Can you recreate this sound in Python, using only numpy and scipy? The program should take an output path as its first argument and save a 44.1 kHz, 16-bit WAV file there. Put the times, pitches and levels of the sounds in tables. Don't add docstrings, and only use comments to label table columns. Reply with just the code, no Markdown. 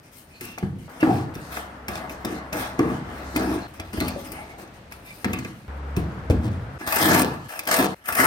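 import sys
import numpy as np
from scipy import signal
from scipy.fft import rfft, irfft
from scipy.io import wavfile
from scipy.ndimage import uniform_filter1d

SR = 44100
rng = np.random.default_rng(int(sys.argv[2]) if len(sys.argv) > 2 else 0)


def wrap_up_sound(samples):
    columns = np.atleast_2d(samples).T
    tamed = np.clip(columns, -1, 1)
    steps = np.round(tamed * 32767).astype(np.int16)
    wavfile.write(sys.argv[1], SR, steps)


def rack_gain(trim_db):
    fader = np.asarray(trim_db, float)
    return 10 ** (fader / 20)


N = 364266
T = np.arange(N) / SR

CUTS_S = [0, .88, 1.34, 1.88, 2.525, 3.67, 5.24, 5.68, 6.78, 7.48, 7.945, 8.26]
# t/s, blow level/dB, body f/Hz, blade share/dB
KNOCKS = [(0.413, -29, 358, -14), (0.627, -10, 192, -31), (1.028, -4.5, 321, -16.5),
          (1.071, -12.5, 296, -17), (1.094, -8, 309, -32), (1.358, -20, 155, -27), (1.883, -24, 153, -7),
          (2.107, -30.5, 296, -12), (2.247, -20, 229, -13), (2.524, -23.5, 158, -20), (2.792, -8, 342, -20),
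          (3.359, -15, 275, -13), (3.795, -23, 87.4, -12.5), (3.935, -20.5, 209, -17),
          (3.976, -14, 83, -22), (4.009, -16.5, 278.6, -10), (4.161, -19, 560, -30), (5.244, -24, 525, -4),
          (5.256, -11, 214, -33), (5.3, -17.5, 127, -35), (5.334, -15.5, 186, -18),
          (5.449, -23.5, 165, -14.5), (5.971, -7.5, 157, -30), (6.3, -0.5, 87, -28.5),
          (6.746, -38, 80, -31), (6.81, -25.5, 304, -11), (7.79, -21, 325, -21), (1.037, -9.5, 271, -25),
          (2.806, -10, 310, -23), (4.015, -16, 169, -25), (4.06, -28, 248, -15), (5.288, -24, 230, -25)]
# f/Hz, width/Hz, level/dB
BODY = [(94, 15, -5), (138.4, 34.7, -1), (199.4, 49, -3), (242, 43.6, -2), (317.7, 41.3, 0.5),
        (353.3, 67, -2.5), (441.5, 119, -11.5)]
# f/Hz, width/Hz, level/dB
BLADE = [(587, 130, -5.5), (669.6, 58, 0.5), (735, 95, -2), (837, 121, -1.5), (941, 210, -4.5),
         (1156, 114, -2), (1282, 152, -2.5), (1460, 107, -3), (1603, 160, -2), (1833, 408, -3.5),
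         (2194, 606, -12)]
# f/Hz, width/Hz, level/dB
EDGE = [(2170, 210, -4), (2606, 345, 1.5), (2940, 330, -2.5), (3420, 700, -5), (4300, 1740, -7.5),
        (4836, 660, -5), (6060, 2000, -16)]
# f/Hz, density/(dB per Hz)
GRIT = [(2940, -31), (5000, -1), (5610, -16), (6030, -13.5), (6520, -8.5), (7460, -11), (9000, 2.5),
        (10400, -4.5), (11500, -2), (12500, 2.5), (14200, -0.5), (15800, -5)]


def unit(x):
    return x / np.sqrt(np.mean(x ** 2))


def read(points, n):
    hz, value = np.transpose(points)
    return np.interp(np.log(np.arange(n // 2 + 1) * SR / n + 1), np.log(hz), value)


def colour(x, gain):
    return irfft(rfft(x) * gain, x.shape[-1])


def ring(x, hz, width_hz):
    r, w = np.exp(-np.pi * width_hz / SR), 2 * np.pi * hz / SR
    return signal.lfilter([0, np.sin(w)], [1, -2 * r * np.cos(w), r * r], x)


def modes(x, table):
    return sum((-1) ** k * rack_gain(db) * width * ring(x, hz, width) for k, (hz, width, db) in enumerate(table))


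def walk(rate_hz):
    k = int(SR / rate_hz)
    return uniform_filter1d(np.repeat(rng.standard_normal(N // k + 1), k), k // 2 + 1)[:N]


def per_stretch(rows, t):
    return np.array(rows)[np.searchsorted(CUTS_S[1:-1], t)]


def add_at(out, s, hit):
    start = int(s * SR)
    out[start:start + len(hit)] += hit


def pair(n):
    # f/Hz, correlation
    likeness = [(60, 1), (250, 0.93), (500, 0.82), (1000, 0.074), (16000, 0.028)]
    alike = read(likeness, n).clip(-1, 1)
    mid, side = rng.standard_normal((2, n))
    return colour(mid, np.sqrt(1 + alike)) + colour(side, np.sqrt(1 - alike)) * np.array([[1], [-1]])


def air():
    # f/Hz, density/(dB per Hz)
    spectrum = [(24, -27), (40, 12), (103, 2), (327, -3), (453, -6.5), (611, -5.5), (1030, -10),
                (1880, -12), (3030, -19.5), (9110, -34.5), (15800, -78)]
    step_db = [3, 6.5, 7, 9, 12, 8.5, 5, 10, -0.5, -4, -3]
    level_db = -53 + per_stretch(step_db, T) + 0.73 * walk(3.7)
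    return rack_gain(level_db) * unit(colour(pair(N), rack_gain(read(spectrum, N))))


def spread(points, fade_db_per_s, hop=16):
    s, db = np.transpose(points)
    t = T[::hop]
    on = (t >= s[0]) * (t < CUTS_S[np.searchsorted(CUTS_S, s[0], side="right")])
    return on * rack_gain(2 * (np.interp(t, s, db) - fade_db_per_s * (t - s[-1]).clip(0)))


def contact():
    # t/s, rise/s, hold/s, grit level/dB, weight on block/dB
    rubs = [(0.113, 0.019, 0.046, -49, -21), (0.404, 0.0091, 0.037, -48, 11),
            (0.573, 0.0041, 0.013, -56, 11), (0.995, 0.019, 0.15, -55.5, 26.5),
            (1.341, 0.011, 0.14, -55, -1), (1.494, 0.036, 0.051, -45, 4.5), (1.88, 0.0034, .1, -49.5, 14.5),
            (2.087, 0.016, 0.018, -52, 10.5), (2.243, .005, 0.091, -52.5, 17.5),
            (2.525, 0.0031, 0.099, -43, 8.5), (2.783, .005, 0.16, -58.5, 30),
            (3.048, 0.049, 0.32, -57, 20.5), (3.348, 0.0032, 0.19, -48, 14), (3.926, 0.0054, .15, -49, 16),
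            (4.14, 0.055, 0.047, -53, 9), (4.294, 0.036, 0.067, -51, 10), (3.793, .005, 0.0091, -64, 10),
            (4.905, 0.0081, 0.028, -52, -0.5), (5.028, 0.034, 0.17, -50, -20), (5.24, .005, 0.26, -58, 17),
            (6.786, 0.0087, 0.076, -54, 13), (7.482, 0.0087, 0.077, -43, -1)]
    # t/s, hold/s, grit level/dB
    brushes = [(0.028, 0.054, -60.5), (0.284, 0.14, -63), (0.783, 0.076, -59), (0.89, 0.12, -58),
               (2.837, .015, -61), (2.887, 0.013, -55), (2.956, 0.012, -67), (3.677, 0.015, -57),
               (3.734, 0.022, -53), (3.844, .07, -59), (4.245, .025, -48), (4.49, 0.023, -58),
               (4.58, 0.047, -53), (4.734, 0.034, -59.5), (5.544, 0.11, -66), (5.959, 0.029, -51.5),
               (6.296, 0.024, -53), (7.687, .011, -38), (7.44, 0.025, -60), (7.95, 0.08, -65)]
    # t/s, pressure as grit level/dB, weight on block/dB
    strokes = [
        [(6.865, -37.5, 4), (6.95, -30, -3), (7.04, -26.5, 5), (7.16, -27, 11.5), (7.222, -32, 5.5),
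         (7.232, -42, 12), (7.26, -44, 20)],
        [(7.668, -41, -3), (7.7, -38, -1), (7.714, -27, -9), (7.78, -33.5, 8.5), (7.8, -32.5, 15),
         (7.858, -38.5, 12), (7.868, -48, 13), (7.9, -51, 25)],
        [(8.04, -52, -15), (8.076, -41, -12), (8.084, -36, -5), (8.118, -38, -7), (8.148, -35.5, -7),
         (8.17, -33.5, 2), (8.2, -27, 5), (8.228, -29.5, 5), (8.26, -27.5, 4)],
    ]
    # level over grit/dB, share of weight, fade/(dB/s)
    light = [(0.5, 0.057, 157), (1, 0.31, 121), (3.5, 0.51, 82), (0.8, 0.92, 83)]
    firm = [(-0.5, 0.0091, 130), (-3, 0.18, 49), (5.5, 0.32, 78), (1.2, 0.9, 90)]
    blade_step_db = [-10, 0.5, 1.1, 2.5, 3, -2, -8, 4.5, -1.7, 1, -1]
    hop = 16
    t = T[::hop]

    def touch(s, rise_s, hold_s, db, weight_db):
        return [(s, db - 13, weight_db), (s + rise_s, db, weight_db), (s + rise_s + hold_s, db, weight_db)]

    def answer(touches, response):
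        return np.array([sum(spread([(s, db + over_db + share * w) for s, db, w in rows], fade, hop)
                             for rows in touches)
                         for over_db, share, fade in response])

    flick = [(over_db, share, 2.5 * fade) for over_db, share, fade in light]
    power = answer([touch(*row) for row in rubs], light)
    power += answer([touch(s, 0.0039, hold, db, 6) for s, hold, db in brushes], flick)
    power += answer(strokes, firm)
    power[0] += rack_gain(2 * -67)
    power[2] *= rack_gain(2 * per_stretch(blade_step_db, t))

    shudder = [spread([(s, db - 13)], 77.5, hop) for s, db, _, _ in KNOCKS]
    power[2] += sum(spread([(s, db + share_db - 5.5)], 127, hop) for s, db, _, share_db in KNOCKS)
    power[3] += sum(shudder) + 1e-12
    tilt_db = sum(p * (2 * np.log2(hz / 200) - 21.5 * (t - s))
                  for p, (s, _, hz, _) in zip(shudder, KNOCKS)) / power[3]
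    levels = np.vstack([10 * np.log10(power + 1e-12), tilt_db])
    return np.repeat(levels, hop, axis=1)[:, :N]


def judder(rate_hz, base):
    # t/s, burst over steady scrape/dB
    lurches = [(6.874, 3), (6.9227, 6), (6.9421, -4), (6.9586, 6), (6.968, 0), (6.985, -10), (7.001, -5),
               (7.012, 0), (7.025, 4), (7.0564, 4), (7.085, -1), (7.1128, -1), (7.144, 4), (7.1946, 1),
               (7.219, 3), (7.6727, 1), (7.6861, 5), (7.7123, 6.5), (7.725, 3), (7.74, 10), (7.7635, 3),
               (7.7873, 2), (7.803, -2), (7.8256, 3), (7.8417, 4.5), (7.857, -4), (8.081, 2), (8.088, 1),
               (8.1241, 6), (8.1505, 5), (8.169, 2), (8.181, -2), (8.1866, -2), (8.1995, 3.5), (8.209, -2),
               (8.2424, 1), (8.253, -1)]
    decay_s, rise_s, flutter_db = 0.0048, 0.0014, -3
    draw = rng.random((int(rate_hz * N / SR), 2)).T
    jumps = np.zeros(N)
    at = (np.arange(draw.shape[1]) + .7 * draw[0]) * SR / rate_hz
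    jumps[at.astype(int)] = rack_gain(flutter_db) * draw[1]
    s, db = np.transpose(lurches)
    jumps[(s * SR).astype(int)] += rack_gain(db)
    bursts = signal.lfilter([1], [1, -np.exp(-1 / (decay_s * SR))], jumps)
    return base + uniform_filter1d(bursts, int(rise_s * SR) + 1)


def slips(rate_hz, spread_db, patchy_db, shared):
    draw = rng.random((4, N))
    size = rack_gain(-spread_db * np.log(draw[1] + 1e-9).clip(-5))
    right = np.where(draw[3] < (1 + shared) / 2, 1, -1)
    sign = np.sign(draw[2] - .5) * np.array([np.ones(N), right])
    return unit((draw[0] < rate_hz / SR) * size * sign * rack_gain(patchy_db * walk(14)))


def patches(x):
    zones_hz = [4000, 5600, 7500, 9250, 11500, 13500]
    spectrum, hz = rfft(x) * rack_gain(read(GRIT, N)), np.arange(N // 2 + 1) * SR / N
    return sum(rack_gain(3 * walk(30)) * irfft(spectrum * np.interp(hz, zones_hz, zone), N)
               for zone in np.eye(len(zones_hz)))


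def held(x, table, tilt_db, mid_hz, drift_db):
    x = np.diff(x, prepend=0)
    out, before, after = 0, 0, 0
    for k, (hz, width, db) in enumerate(table):
        gain = rack_gain(db + tilt_db * np.log2(hz / mid_hz) + drift_db * walk(12))
        before = before + width * rack_gain(2 * db)
        after = after + width * gain ** 2
        out = out + (-1) ** k * gain * mid_hz / hz * width * ring(x, hz, width)
    return out * np.sqrt(before / after)


def duller(x):
    return (x + np.roll(x, 1, axis=1)) / 2


def rubbing():
    # body tilt/(dB/oct), blade tilt/(dB/oct), free steel ring/dB
    grip = [(-4, 2.5, 5.5), (-1, -3, -9), (-1, -0.5, 5), (2, -2.5, -7), (2, -2.5, -12.5), (1.5, -2.5, -6),
            (-1.5, 5, -10), (-2.5, -9, -5), (1, -0.5, 6), (4.5, -1, 2.5), (4, 3, 5)]
    # f/Hz, width/Hz, level/dB
    free_steel = [(1715, 38, -3), (1378, 40, -12.5)]
    grit_db, edge_db, blade_db, body_db, knock_tilt_db = contact()
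    body_tilt_db, blade_tilt_db, steel_db = per_stretch(grip, T).T
    body_tilt_db = body_tilt_db + knock_tilt_db
    pressure = ((grit_db + 70.0) / 28).clip(.15, 1)
    blade_tilt_db = blade_tilt_db - 0.12 * pressure ** 2 * (body_db - grit_db - 4.0)

    jumps = judder(75., 0.88) ** pressure
    fine = slips(9000., 2.8, 0.89, .2) * jumps
    coarse = slips(2500., 3.05, 1.5, .7) * jumps ** 0.62 + 0.42 * fine
    thuds = slips(1500., 2.67, 4.04, 1.0)[:1]

    grit = unit(patches(fine))
    grit = pressure * grit + (1 - pressure) * duller(grit)
    faint = ((-66.0 - grit_db) / 8.6).clip(0, .8)
    grit = (1 - faint) * grit + faint * duller(grit)
    edge = unit(held(fine, EDGE, 0, 3500., 4.0))
    blade = held(coarse, BLADE, blade_tilt_db, 1080.0, 1.17)
    blade = unit(blade + rack_gain(steel_db) * held(coarse, free_steel, 0, 990.0, 6.0))
    body = unit(held(thuds, BODY, body_tilt_db, 170.0, 1.8))
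    out = rack_gain(grit_db + 2.5) * grit + rack_gain(edge_db - 2.0) * edge
    return out + rack_gain(blade_db + 0.34) * blade + rack_gain(body_db - 4.5) * body


def squeaks():
    # t/s, length/s, f/Hz, level/dB
    skids = [(0.302, 0.1, 2500, -56), (0.334, 0.065, 4300, -57), (0.403, 0.16, 2680, -46),
             (1.002, 0.028, 2750, -35), (1.1, 0.095, 5200, -56), (4.325, 0.13, 2200, -48),
             (4.44, 0.12, 2200, -52), (5.054, 0.076, 2340, -45), (1.062, 0.059, 770, -24.5),
             (3.34, 0.25, 317, -26), (4.34, 0.13, 810, -43), (4.48, 0.14, 760, -49), (8.09, .03, 1325, -27),
             (5.06, .07, 3700, -58), (4.02, .11, 4500, -49), (3.6, .08, 4200, -53.5),
             (3.4, 0.073, 1420, -43), (6.8, 0.067, 1750, -40), (5.339, 0.055, 2600, -42)]
    out = np.zeros(N)
    for s, length_s, hz, db in skids:
        a, n = int(s * SR), int(length_s * SR)
        note = ring(rng.standard_normal(SR // 2), hz, 30 + hz / 35)
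        out[a:a + n] += rack_gain(db) * np.hanning(n) ** 0.18 * unit(note)[-n:]
    return out


def ticks():
    # t/s, edge peak/dB, grit share/dB
    cracks = [(0.4089, -37, -3.5), (0.451, -47, 2), (0.5832, -35, -15), (1.0066, -39, -15),
              (1.3427, -47, -5), (1.352, -39.5, -10), (1.5207, -43, -12), (1.569, -32.5, -19),
              (1.882, -28, -11.5), (1.955, -33.5, -17), (2.095, -36, -14), (2.2485, -30.5, -10),
              (2.5283, -31, -11), (2.7911, -30, -19), (3.3614, -25, -9), (3.798, -32, -17),
              (3.931, -40, -8), (4.0024, -27, -11), (4.081, -31, -5.5), (4.318, -42.5, 3),
              (4.6763, -50, -25), (4.922, -37, -14), (5.2445, -26.5, -18), (5.332, -28.5, -10.5),
              (5.3877, -37, -11), (5.4472, -36.5, -26), (5.965, -35.5, -10.5), (6.3066, -36, -14)]
    # t/s, edge peak/dB
    snags = [(6.8746, -30.5), (6.9228, -28), (7.194, -25), (7.591, -29.5), (7.634, -44), (7.6527, -42),
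             (7.673, -26.5), (7.7138, -27), (7.7638, -29), (8.0567, -39.5), (8.0873, -38), (8.1243, -32),
             (8.151, -30.5), (8.181, -35)]
    out, t = np.zeros(N + SR), np.arange(SR // 10) / SR
    for s, db, grit_db in cracks + [(s, db, -5.5) for s, db in snags]:
        burst = np.exp(-t / .003) * rng.standard_normal(len(t))
        snap = modes(np.diff(burst, prepend=0), EDGE) + 0.63 * modes(burst, BLADE[-3:] + EDGE[:2])
        spray = unit(colour(rng.standard_normal(len(t)), rack_gain(read(GRIT, len(t)))))
        spit = (1 - np.exp(-t / .0012)) * np.exp(-t / 0.0059) * spray
        hit = snap / abs(snap).max() + rack_gain(grit_db + 5.5) * spit / abs(spit).max()
        add_at(out, s, rack_gain(db + 10.0) * hit)
    return out[:N]


def knocks():
    # t/s, blow level/dB
    clinks = [
        (0.577, -39),
        (1.569, -35),
        (4.916, -46),
        (6.874, -33),
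        (7.674, -34.5),
        (7.712, -29.5),
        (8.086, -30),
        (8.124, -39),
    ]
    clink_hz, clink_blade_db, ring_t60_s = 230, 8, 0.096
    out, t = np.zeros(N + SR), np.arange(SR // 4) / SR
    for s, db, hz, blade_db in KNOCKS + [(s, db, clink_hz, clink_blade_db) for s, db in clinks]:
        push = np.exp(-t / 0.0021) * rng.standard_normal(len(t))
        near = modes(push, BODY)
        steel = modes(push, BLADE)
        main = np.sin(2 * np.pi * hz * t) * rack_gain(-60 * t / ring_t60_s)
        hit = main + 0.73 * near / abs(near).max() + rack_gain(blade_db + 10.0) * steel / abs(steel).max()
        add_at(out, s, rack_gain(db - 3.5) * hit)
    return out[:N]


def taps():
    # t/s, peak/dB, f/Hz
    touches = [(0.63, -28, 800), (0.881, -36, 1200), (1.028, -24, 1400), (1.03, -29, 3300),
               (1.571, -27, 1800), (2.795, -11, 1150), (2.84, -21, 1200), (2.855, -22, 745),
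               (2.9, -21, 1150), (3.932, -34, 2500), (3.973, -32, 2600), (3.975, -31, 1000),
               (4.003, -19, 4300), (4.011, -23, 4300), (4.022, -25, 4500), (4.048, -32, 1200),
               (4.059, -28, 3300), (4.072, -27, 3000), (4.083, -28, 4550), (4.254, -40, 2040),
               (4.9147, -40, 1170), (4.94, -35, 1300), (5.245, -11, 1800), (5.257, -26, 1730),
               (5.266, -35, 1600), (5.299, -31, 1800), (5.307, -33, 1300), (5.333, -21, 2500),
               (5.345, -32, 2200), (5.388, -30, 2400), (5.425, -37, 1720), (5.447, -28, 2550),
               (5.453, -33, 1500), (6.876, -17, 1750), (6.925, -28, 4500), (7.592, -26, 1200),
               (7.674, -28, 900), (7.687, -24, 1400), (7.712, -29, 910), (7.714, -21, 1950),
               (7.74, -22, 1950), (7.764, -24, 2600), (7.783, -20, 796), (7.808, -22, 1780),
               (7.823, -17, 1150), (8.081, -26, 1520), (8.089, -21, 1420), (8.102, -31, 1300),
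               (8.123, -19, 1490), (8.135, -28, 1500), (8.152, -26, 1600), (8.171, -24, 1500),
               (8.188, -15, 1500), (8.199, -15, 1450), (8.21, -14, 1700), (8.252, -13, 1400)]
    push_s, sharpness = 0.0011, 12
    out, t = np.zeros(N + SR), np.arange(SR // 20) / SR
    for s, db, hz in touches:
        push = np.exp(-t / push_s) * (1 + rng.standard_normal(len(t)))
        hit = ring(push, hz, hz / sharpness)
        add_at(out, s, rack_gain(db) * hit / abs(hit).max())
    return out[:N]


def whirr():
    # start/s, end/s, level/dB
    runs = [
        (0.879, 3.67, -44),
        (5.681, 6.78, -41.5),
    ]
    # f/Hz, density/(dB per Hz)
    spectrum = [(88, -40), (150, -15.5), (298, -12), (372, -23), (412, -14), (1520, -17), (9000, -66.5),
                (11700, -89), (19800, -120)]
    gain = sum((T > a) * (T < b) * rack_gain(db) for a, b, db in runs)
    return gain * rack_gain(0.45 * walk(4.7)) * unit(colour(pair(N), rack_gain(read(spectrum, N))))


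def hum():
    # t/s, f/Hz, level/dB
    runs = [
        [(1.34, 66.8, -49), (2.32, 67.5, -47), (2.72, 67.5, -48.5), (2.8, 75.8, -46), (2.97, 66, -54),
         (3.27, 68.1, -41), (3.64, 65, -49), (3.67, 66, -44)],
        [(5.68, 69.3, -35), (5.968, 70, -30.5), (6.208, 69.7, -47), (6.3, 69.5, -31)],
    ]
    out, wobble = np.zeros(N), walk(16.0)
    for table in runs:
        s, hz, db = np.transpose(table)
        turn = 2 * np.pi * np.cumsum(np.interp(T, s, hz)) / SR
        tone = np.sin(turn) + rack_gain(-17.0) * np.sin(2 * turn) + rack_gain(-25.5) * np.sin(4 * turn)
        out += (T > s[0]) * (T < s[-1]) * rack_gain(np.interp(T, s, db) + 5.0 + 0.68 * wobble) * tone
    return out


def chatter():
    # start/s, end/s, slip rate/Hz, f/Hz, level/dB
    runs = [
        (6.959, 7.09, 113, 417, -19),
        (7.085, 7.25, 82.6, 247, -14.5),
        (7.72, 7.787, 130, 520, -17),
        (7.785, 7.87, 140, 298, -15.5),
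        (4.012, 4.122, 90, 236, -26),
        (8.187, 8.26, 90, 265, -18),
    ]
    out = np.zeros(N)
    for start, end, rate, hz, db in runs:
        draw = rng.random((40, 2))
        s = start + np.cumsum(.5 + draw[:, 0]) / rate
        on = s < end
        pulses = np.zeros(N)
        pulses[(s[on] * SR).astype(int).clip(0, N - 1)] = 0.37 + draw[on, 1]
        pulses = np.diff(pulses, prepend=0) * SR / (2 * np.pi * hz)
        thump = ring(pulses, hz, 0.38 * hz)
        thump += 0.7 * ring(pulses, .55 * hz, .2 * hz)
        thump += 0.2 * ring(pulses, 2.4 * hz, 1.7 * hz)
        out += rack_gain(db) * thump
    return out


def room():
    # f/Hz, t60/s, level/dB
    bands = [(59.4, 1, 3.5), (127, 0.9, -2), (242, 0.63, -4.5), (512, 0.3, -3), (956, 0.69, -3),
             (2090, 0.076, -1.5), (3940, 0.35, -2.5), (7530, 0.03, -0.5), (14000, 0.058, -45)]
    port_lag_s = 0.00022
    t, noise, out = np.arange(SR) / SR, pair(SR), np.zeros((2, SR))
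    octave = np.log2(np.arange(SR // 2 + 1) + 1.)
    for hz, t60, db in bands:
        band = colour(noise, np.exp(-((octave - np.log2(hz)) / 0.57) ** 2))
        out += rack_gain(db) * band * rack_gain(-60 * t / t60) * np.sqrt(np.log(1000) / (t60 * SR))
    out *= np.minimum(t / 0.0022, 1)
    out[0, 0] += 1
    out[1, int(port_lag_s * SR)] += 1
    return out


def scene():
    work = rubbing() + squeaks() + ticks() + knocks() + taps() + chatter()
    walls = room()
    out = air() + whirr() + hum()
    for start, end in zip(CUTS_S, CUTS_S[1:]):
        a, b = int(start * SR), min(int(end * SR), N)
        out[:, a:b] += signal.fftconvolve(work[:, a:b], walls, axes=1)[:, :b - a]
    return out


def top_cut(x):
    return signal.sosfilt(signal.butter(12, 16500, fs=SR, output="sos"), x)


def record(dry):
    # f/Hz, left minus right/dB
    port_diff = [(60, 0.5), (250, 0), (600, 3), (1300, 3), (2400, -0.5), (4400, -2), (6000, 2),
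                 (7500, 10.5), (10000, 22), (15000, 9.5)]
    low_hz, top_hz = 60.4, 15900
    tilt = read(port_diff, N) / 2
    gains = np.array([rack_gain(tilt), rack_gain(-tilt)]) * np.sqrt(2 / (rack_gain(2 * tilt) + rack_gain(-2 * tilt)))
    ports = colour(dry, gains)
    ports = signal.sosfilt(signal.butter(3, low_hz, "high", fs=SR, output="sos"), ports)
    ports = np.tanh(0.6 * ports) / 0.6
    mix = signal.sosfilt(signal.ellip(10, .2, 60, top_hz, fs=SR, output="sos"), ports)
    return top_cut(mix)


dry = scene()
out = record(dry)
wrap_up_sound(out)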